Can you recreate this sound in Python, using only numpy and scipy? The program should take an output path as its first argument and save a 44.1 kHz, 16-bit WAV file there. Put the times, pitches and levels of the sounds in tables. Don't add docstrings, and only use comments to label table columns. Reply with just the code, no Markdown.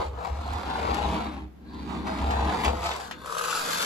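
import sys
import numpy as np
from scipy import signal
from scipy.fft import rfft, irfft, next_fast_len
from scipy.io import wavfile
from scipy.ndimage import map_coordinates

SR = 44100
rng = np.random.default_rng(int(sys.argv[2]) if len(sys.argv) > 2 else 0)


def generate_wav(sig):
    pcm = np.round(np.clip(np.atleast_2d(sig).T, -1, 1) * 32767).astype(np.int16)
    wavfile.write(sys.argv[1], SR, pcm)


N = 169785


# time in seconds, turns per second.
GEAR_SPEED = [(0, 43), (.3, 43.3), (1.1, 54), (1.35, 37.7), (1.55, 10.75), (1.85, 40.1), (2.5, 43.5),
              (2.9, 44), (3.17, 23.3), (3.3, 44)]
# time in seconds, shell clatter in dB, treble rasp in dB before RASP_TRIM_DB.
GEAR_LEVELS = [(0.0, -27, -45.5), (0.07, -44, -50.5), (0.11, -49, -64), (0.17, -42, -59.5),
               (0.26, -34, -46.5), (0.32, -42, -55), (0.87, -30.5, -41.5), (1.17, -32, -42),
               (1.41, -48, -58.5), (1.54, -72, -83), (1.75, -48, -56), (1.86, -50.5, -55.5),
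               (1.91, -39, -47.5), (2.05, -44.5, -52.5), (2.07, -32, -40), (2.12, -35, -45.5),
               (2.55, -29.5, -41), (2.63, -34.5, -39.5), (2.65, -23.5, -32.5), (2.72, -36, -49),
               (2.81, -36, -47), (2.85, -27.5, -37), (3.06, -43, -51.5), (3.1, -48, -58.5),
               (3.17, -50, -67), (3.33, -39, -42.5), (3.54, -33, -36.5), (3.8, -33.5, -34)]
RASP_TRIM_DB = 3
TEETH_PER_TURN, MOTOR_TURNS_PER_TURN = 29, 3.87
LIFT_MIDDLE_S, LIFT_TAKES_S = 3.06, 0.17
# frequency in Hz, density in dB per Hz.
CLATTER_FLOOR = [(200, -53), (350, -8), (590, -3.5), (760, 0.5), (950, 0), (1250, -7.5), (1600, -12.5),
                 (2000, -24), (2800, -26.5), (5000, -100)]
CLATTER_HAND = [(200, -29), (480, -12.5), (900, -3.5), (1060, 2), (1350, 0), (1620, 1), (1850, -11),
                (2800, -16), (5000, -81)]
RASP_FLOOR = [(1000, -43.5), (1800, 4.5), (2300, 2.5), (3000, -1.5), (3700, 2.5), (4600, 1), (5500, -5.5),
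              (7500, -5), (11000, -15), (15000, -23)]
RASP_HAND = [(900, -7), (1800, -3), (2600, 7), (3000, 4.5), (3500, 5.5), (4800, 5), (5600, 4), (7200, 5),
             (8200, 1), (10600, 0.5), (12300, -6), (15000, -19)]
CLATTER_BITE_DB, CLATTER_SHAKE_DB = 0.23, 2.36
RASP_BITE_DB, RASP_SHAKE_DB = 1.2, 1.7
BUZZ_DB, BUZZ_ORDERS = -12.5, 40
# time in seconds, level in dB against the teeth.
SLAP_LEVEL = [(0, -5), (3.15, -11.5), (3.28, 2.5), (3.55, 0.5), (3.65, -9)]
SLAP_FLOOR_HZ, SLAP_HAND_HZ, SLAP_T60_S, SLAP_SCATTER_DB = 875, 1280, .012, 1.5
# frequency in Hz, width in Hz, peak gain in dB.
CAVITY_MODES = [(486, 56, -3), (622, 10, -4)]
# time in seconds, level in dB.
DRONE_LEVEL = [(0, -32), (.12, -46), (.25, -45), (.4, -50.5), (1.17, -38.5), (1.5, -77), (1.9, -52.5),
               (2.65, -37.5), (3.2, -57.5), (3.27, -44), (3.78, -41.5)]
# multiple of the motor speed, mean amplitude in dB against the clatter.
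MOTOR_HARMONICS = [(1, -17.5), (3, -20)]

# time in seconds, level in dB.
BRUSH_LEVEL = [(0, -48), (.15, -85), (.45, -54), (.65, -48.5), (1.2, -53), (1.5, -88), (1.9, -52),
               (2.1, -55), (3.15, -58.5), (3.85, -36)]
# frequency in Hz, density in dB per Hz.
BRUSH_COLOUR = [(2500, -24), (3200, -27), (3520, 14.5), (3800, 1), (4100, 7), (4600, 7.5), (5200, -16),
                (7000, -14)]
# time in seconds, level in dB.
RESTART_LEVEL = [(1.55, -81), (1.72, -49.5), (1.95, -50.5), (2.2, -60)]
# frequency in Hz, width in Hz, peak gain in dB.
STRAIN_MODES = [(895, 15, 7.5), (1005.2, 71, 0.5), (1623, 65, -1)]
HISS_HZ, HISS_HALF_WIDTH_HZ, HISS_DB = 4210, 620, -6

# start in seconds, then click, thud and ring in dB before their trims.
KNOCKS = [(.533, -34, -40, -42), (0.9443, -24, -31, -31.5), (2.186, -48, -39, -36),
          (2.308, -34, -32, -28.5), (2.6467, -23.5, -29, -24), (2.655, -37, -32, -39),
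          (2.68, -43, -18, -32), (2.913, -30, -41, -27), (2.963, -27, -37, -53),
          (3.1115, -26.5, -30.5, -30.5), (3.26, -28, -30.5, -57), (3.383, -18, -42, -48),
          (3.4492, -22, -34, -45)]
CLICK_T60_S, THUD_T60_S, RING_T60_S = 0.028, 0.022, 0.14
CLICK_TRIM_DB, THUD_TRIM_DB, RING_TRIM_DB = -8.5, -1.5, -4.5
# frequency in Hz, density in dB per Hz.
RING_COLOUR = [(400, -9), (1300, 3), (1600, 2), (2400, 4), (3300, 1), (4200, -3), (8000, -13), (15000, -59)]

# time in seconds, level in dB before ROLL_TRIM_DB.
ROLL_LEVEL = [(0.0, -31), (0.06, -52.5), (0.37, -48), (0.73, -36), (0.9, -36), (1.15, -30), (1.46, -40),
              (1.54, -57), (1.68, -40.5), (1.96, -30.5), (2.0, -31.5), (2.51, -33.5), (2.73, -34.5),
              (2.85, -50), (3.19, -45), (3.39, -62.5), (3.71, -44)]
ROLL_TRIM_DB, ROLL_SIDE_DB = -3, -11.5
# frequency in Hz, width in Hz, peak gain in dB.
CHASSIS_MODES = [(154.7, 7.1, -1.5), (200.8, 16.3, 0.5), (239.8, 8, 1.5), (271.7, 8.2, -1.5), (310, 7.5, 2),
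                 (385.4, 38.5, -9)]
# time in seconds, level in dB.
BOOM_LEVEL = [(0.0, -26), (0.035, -63), (0.06, -36), (0.2, -36.5), (0.26, -53), (0.31, -31), (0.39, -32.5),
              (0.43, -37.5), (0.54, -30), (0.63, -48), (0.68, -32.5), (0.73, -43.5), (0.91, -31),
              (0.98, -40), (1.06, -26.5), (1.14, -38.5), (1.39, -42.5), (1.45, -39), (1.58, -55),
              (1.78, -42), (2.19, -39.5), (2.22, -28), (2.49, -27.5), (2.56, -47), (2.6, -30), (2.645, -45),
              (2.68, -24), (2.76, -34.5), (3.1, -56), (3.45, -65)]
# frequency in Hz, density in dB per Hz.
THUMP_COLOUR = [(20, -41), (30, -26), (39, -7), (52, 1.5), (90, 1.5), (120, -7), (200, -44), (500, -70)]
FLOOR_HZ, FLOOR_WANDER_HZ, THUMP_DB = 68.5, 3.67, -7

# time in seconds, distance from 0 near to 1 far.
DISTANCE = [(0, 0.89), (.3, 0.44), (.8, 1), (2.5, 1), (2.85, 0.027)]
# frequency in Hz, gain in dB.
DULLING = [(3000, 0.5), (5500, -5.5), (8000, -7), (11000, -4.5), (15000, -18)]
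# frequency in Hz, T60 in seconds.
ROOM_T60 = [(100, 0.21), (1000, 0.15), (5000, 0.087), (14000, 0.081)]
DIRECT_DB, TAIL_DB, WALLS_DB = -1.9, -7.5, -5.5
WALLS_T60_S, WALLS_MID_DB, PATH_CHANGE_S = 0.015, -7, .08
# frequency in Hz, side gain in dB.
SIDE_GAIN = [(150, -26), (500, 2), (2000, 3), (5000, 1), (8000, 3), (12000, 4)]
# time in seconds, left minus right in dB.
PAN = [(0.62, 1.5), (0.87, 0.7), (2.39, 1), (2.6, 2.1)]
# frequency in Hz, density in dB per Hz.
AIR_COLOUR = [(25, -11), (70, 1), (160, -0.5), (280, -5), (500, -11), (2000, -22.5), (8000, -38.5),
              (15000, -37)]
AIR_DB = -53
# frequency in Hz, gain in dB.
MICROPHONE = [(20, 0), (8100, -1.5), (8450, -9), (8700, -12), (9100, -33), (9400, -14), (9800, -1.5),
              (12200, 3), (12800, -23), (13400, -20), (14100, 2.5), (15100, -5.5), (15800, -24)]
TOP_HZ = 16000


def amp(db):
    return 10 ** (np.asarray(db) / 20)


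def unit(x):
    return x / np.sqrt(np.mean(x ** 2) + 1e-20)


def along(points, hz):
    f, v = np.transpose(points)
    return np.interp(np.log(hz + 1), np.log(f + 1), v)


def curves(rows):
    s, *cols = np.transpose(rows)
    return [np.interp(np.arange(N) / SR, s, c) for c in cols]


def wobble(rate_hz):
    knots = rng.standard_normal(N // 8)
    return map_coordinates(knots, [np.arange(N) * rate_hz / SR], mode="mirror")


def filtered(x, response):
    m = 2 * next_fast_len(N // 2 + SR // 4)
    return irfft(rfft(x, m) * response(np.fft.rfftfreq(m, 1 / SR)), m)[..., :N]


def coloured(x, points):
    def response(hz):
        cepstrum = irfft(np.log(amp(along(points, hz))))
        half = len(cepstrum) // 2
        cepstrum[1:half] *= 2
        cepstrum[half + 1:] = 0
        return np.exp(rfft(cepstrum))
    return filtered(x, response)


def resonant(x, modes):
    def response(f):
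        total = 0
        for k, (centre, width, db) in enumerate(modes):
            damping = 1j * f * width
            total = total + (-1) ** k * amp(db) * damping / (centre ** 2 - f ** 2 + damping)
        return total
    return unit(filtered(x, response))


def turns():
    speed = curves(GEAR_SPEED)[0]
    return np.cumsum(speed * (1 + .008 * wobble(25))) / SR


def gears(angle):
    clatter_db, rasp_db = curves(GEAR_LEVELS)
    bite = np.cos(2 * np.pi * (angle + .12 * wobble(35)))
    shake = wobble(380)
    ticks = teeth(angle, scatter_db=3, slop=.25, scrape=.2)
    clatter = (ticks + buzz(angle)) * amp(CLATTER_BITE_DB * bite + CLATTER_SHAKE_DB * shake)
    clatter = shell(clatter, CLATTER_FLOOR, CLATTER_HAND)
    clatter = clatter + amp(curves(SLAP_LEVEL)[0]) * slaps(angle)
    rasp = teeth(angle, scatter_db=6, slop=.22, scrape=1) + buzz(angle)
    rasp = shell(rasp * amp(RASP_BITE_DB * bite + RASP_SHAKE_DB * shake), RASP_FLOOR, RASP_HAND)
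    drone = amp(curves(DRONE_LEVEL)[0]) * resonant(ticks, CAVITY_MODES)
    return amp(clatter_db) * (clatter + motor_hum(angle)) + amp(rasp_db + RASP_TRIM_DB) * rasp + drone


def teeth(angle, scatter_db, slop, scrape):
    count = np.arange(1, int(angle[-1] * TEETH_PER_TURN))
    late, size = rng.standard_normal((2, len(count)))
    at = np.interp((count + slop * late) / TEETH_PER_TURN, angle, np.arange(N)).astype(int)
    ticks = np.bincount(at, amp(scatter_db * np.clip(size, -2, 2)), N)
    return unit(ticks) + scrape * rng.standard_normal(N)


def buzz(angle):
    real, imaginary = rng.standard_normal((2, BUZZ_ORDERS))
    pattern = irfft(real + 1j * imaginary, 1024)
    phase = np.arange(len(pattern)) / len(pattern)
    wave = np.interp(MOTOR_TURNS_PER_TURN * angle, phase, pattern - pattern.mean(), period=1)
    return amp(BUZZ_DB) * unit(wave)


def slaps(angle):
    count = np.arange(1, int(angle[-1]) + 1)
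    late, detune, size = np.clip(rng.standard_normal((3, len(count))), -1.5, 1.5)
    at = np.interp(count + .1 * late, angle, np.arange(N)).astype(int)
    hz = np.where(at / SR < LIFT_MIDDLE_S, SLAP_FLOOR_HZ, SLAP_HAND_HZ) * (1 + .08 * detune)
    step = np.arange(SR // 50)
    t = step / SR
    envelope = amp(SLAP_SCATTER_DB * size[:, None] - 60 * t / SLAP_T60_S) * np.sqrt(t)
    rings = envelope * np.sin(2 * np.pi * hz[:, None] * t)
    return unit(np.bincount((at[:, None] + step).ravel(), rings.ravel(), N)[:N])


def shell(x, on_floor, in_hand):
    lifted = np.clip((np.arange(N) / SR - LIFT_MIDDLE_S) / LIFT_TAKES_S + .5, 0, 1)
    floor, hand = unit(coloured(x, on_floor)), unit(coloured(x, in_hand))
    return np.sqrt(1 - lifted) * floor + np.sqrt(lifted) * hand


def motor_hum(angle):
    phase = 2 * np.pi * MOTOR_TURNS_PER_TURN * angle
    return sum(amp(db + 1.8 * wobble(14)) * np.sin(k * phase) for k, db in MOTOR_HARMONICS)


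def brushes(angle):
    swing_db = 5.3 * np.cos(2 * np.pi * MOTOR_TURNS_PER_TURN * angle)
    scrape = rng.standard_normal(N) * amp(swing_db)
    return amp(curves(BRUSH_LEVEL)[0]) * unit(coloured(scrape, BRUSH_COLOUR))


def restart(angle):
    scrape = rng.standard_normal(N) * (1 + .5 * np.cos(2 * np.pi * MOTOR_TURNS_PER_TURN * angle))
    hiss = unit(filtered(scrape, lambda hz: 1 / (1 + ((hz - HISS_HZ) / HISS_HALF_WIDTH_HZ) ** 6)))
    return amp(curves(RESTART_LEVEL)[0]) * (resonant(scrape, STRAIN_MODES) + amp(HISS_DB) * hiss)


def knocks():
    t = np.arange(N) / SR

    def strikes(column, t60_s):
        return sum((t >= row[0]) * amp(row[column] - 60 * np.abs(t - row[0]) / t60_s) for row in KNOCKS)
    noise = rng.standard_normal((3, N))
    click = strikes(1, CLICK_T60_S) * unit(coloured(noise[0], RASP_HAND))
    thud = strikes(2, THUD_T60_S) * shell(noise[1], CLATTER_FLOOR, CLATTER_HAND)
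    ring = strikes(3, RING_T60_S) * unit(coloured(noise[2], RING_COLOUR))
    return amp(CLICK_TRIM_DB) * click + amp(THUD_TRIM_DB) * thud + amp(RING_TRIM_DB) * ring


def wheels():
    grain = filtered(rng.standard_normal((2, N)), lambda hz: 1 / (1 + (hz / 600) ** 4))
    mid, side = resonant(grain, CHASSIS_MODES)
    return amp(curves(ROLL_LEVEL)[0] + ROLL_TRIM_DB) * (mid + amp(ROLL_SIDE_DB) * np.array([side, -side]))


def floor_boom():
    hz = FLOOR_HZ + FLOOR_WANDER_HZ * wobble(18)
    ring = unit(np.sin(2 * np.pi * np.cumsum(hz) / SR))
    thumps = unit(coloured(rng.standard_normal(N), THUMP_COLOUR))
    return amp(curves(BOOM_LEVEL)[0]) * (ring + amp(THUMP_DB) * thumps)


def distant(x):
    far = curves(DISTANCE)[0]
    return (1 - far) * x + far * filtered(x, lambda hz: amp(along(DULLING, hz)))


def room(x):
    hop, length = int(PATH_CHANGE_S * SR), SR // 3
    x = np.pad(x, (hop, 2 * hop))
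    out = np.zeros((2, N + 4 * hop + length))
    fade = np.sin(np.pi * np.arange(2 * hop) / (2 * hop))
    t = np.arange(length) / SR
    for start in range(0, N + hop, hop):
        hz, age, z = signal.stft(rng.standard_normal((2, length)), SR, nperseg=256)
        decay = amp(-60 * age / along(ROOM_T60, hz)[:, None])
        tail = signal.istft(z * decay, SR, nperseg=256)[1][:, :length]
        common, apart = rng.standard_normal((2, length)) * amp(-60 * t / WALLS_T60_S)
        walls = amp(WALLS_MID_DB) * common + np.array([apart, -apart])
        answer = amp(TAIL_DB) * tail / np.linalg.norm(tail[0])
        answer = answer + amp(WALLS_DB) * walls / np.linalg.norm(walls[0])
        wet = signal.fftconvolve((x[start:start + 2 * hop] * fade)[None], answer, axes=1)
        out[:, start:start + wet.shape[1]] += wet
    return amp(DIRECT_DB) * x[hop:hop + N] + out[:, hop:hop + N]


def spread(x):
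    mid = x.mean(0)
    side = filtered((x[0] - x[1]) / 2, lambda hz: amp(along(SIDE_GAIN, hz)))
    return np.array([mid + side, mid - side])


def air():
    return amp(AIR_DB) * unit(coloured(rng.standard_normal((2, N)), AIR_COLOUR))


def scene():
    pan_db = curves(PAN)[0]
    angle = turns()
    drive = distant(gears(angle) + brushes(angle) + restart(angle))
    car = spread(room(drive + knocks())) * amp(np.array([pan_db, -pan_db]) / 2)
    return car + wheels() + floor_boom() + air()


def record(dry):
    return filtered(dry, lambda hz: amp(along(MICROPHONE, hz)) * (hz < TOP_HZ))


dry = scene()
out = record(dry)
generate_wav(out)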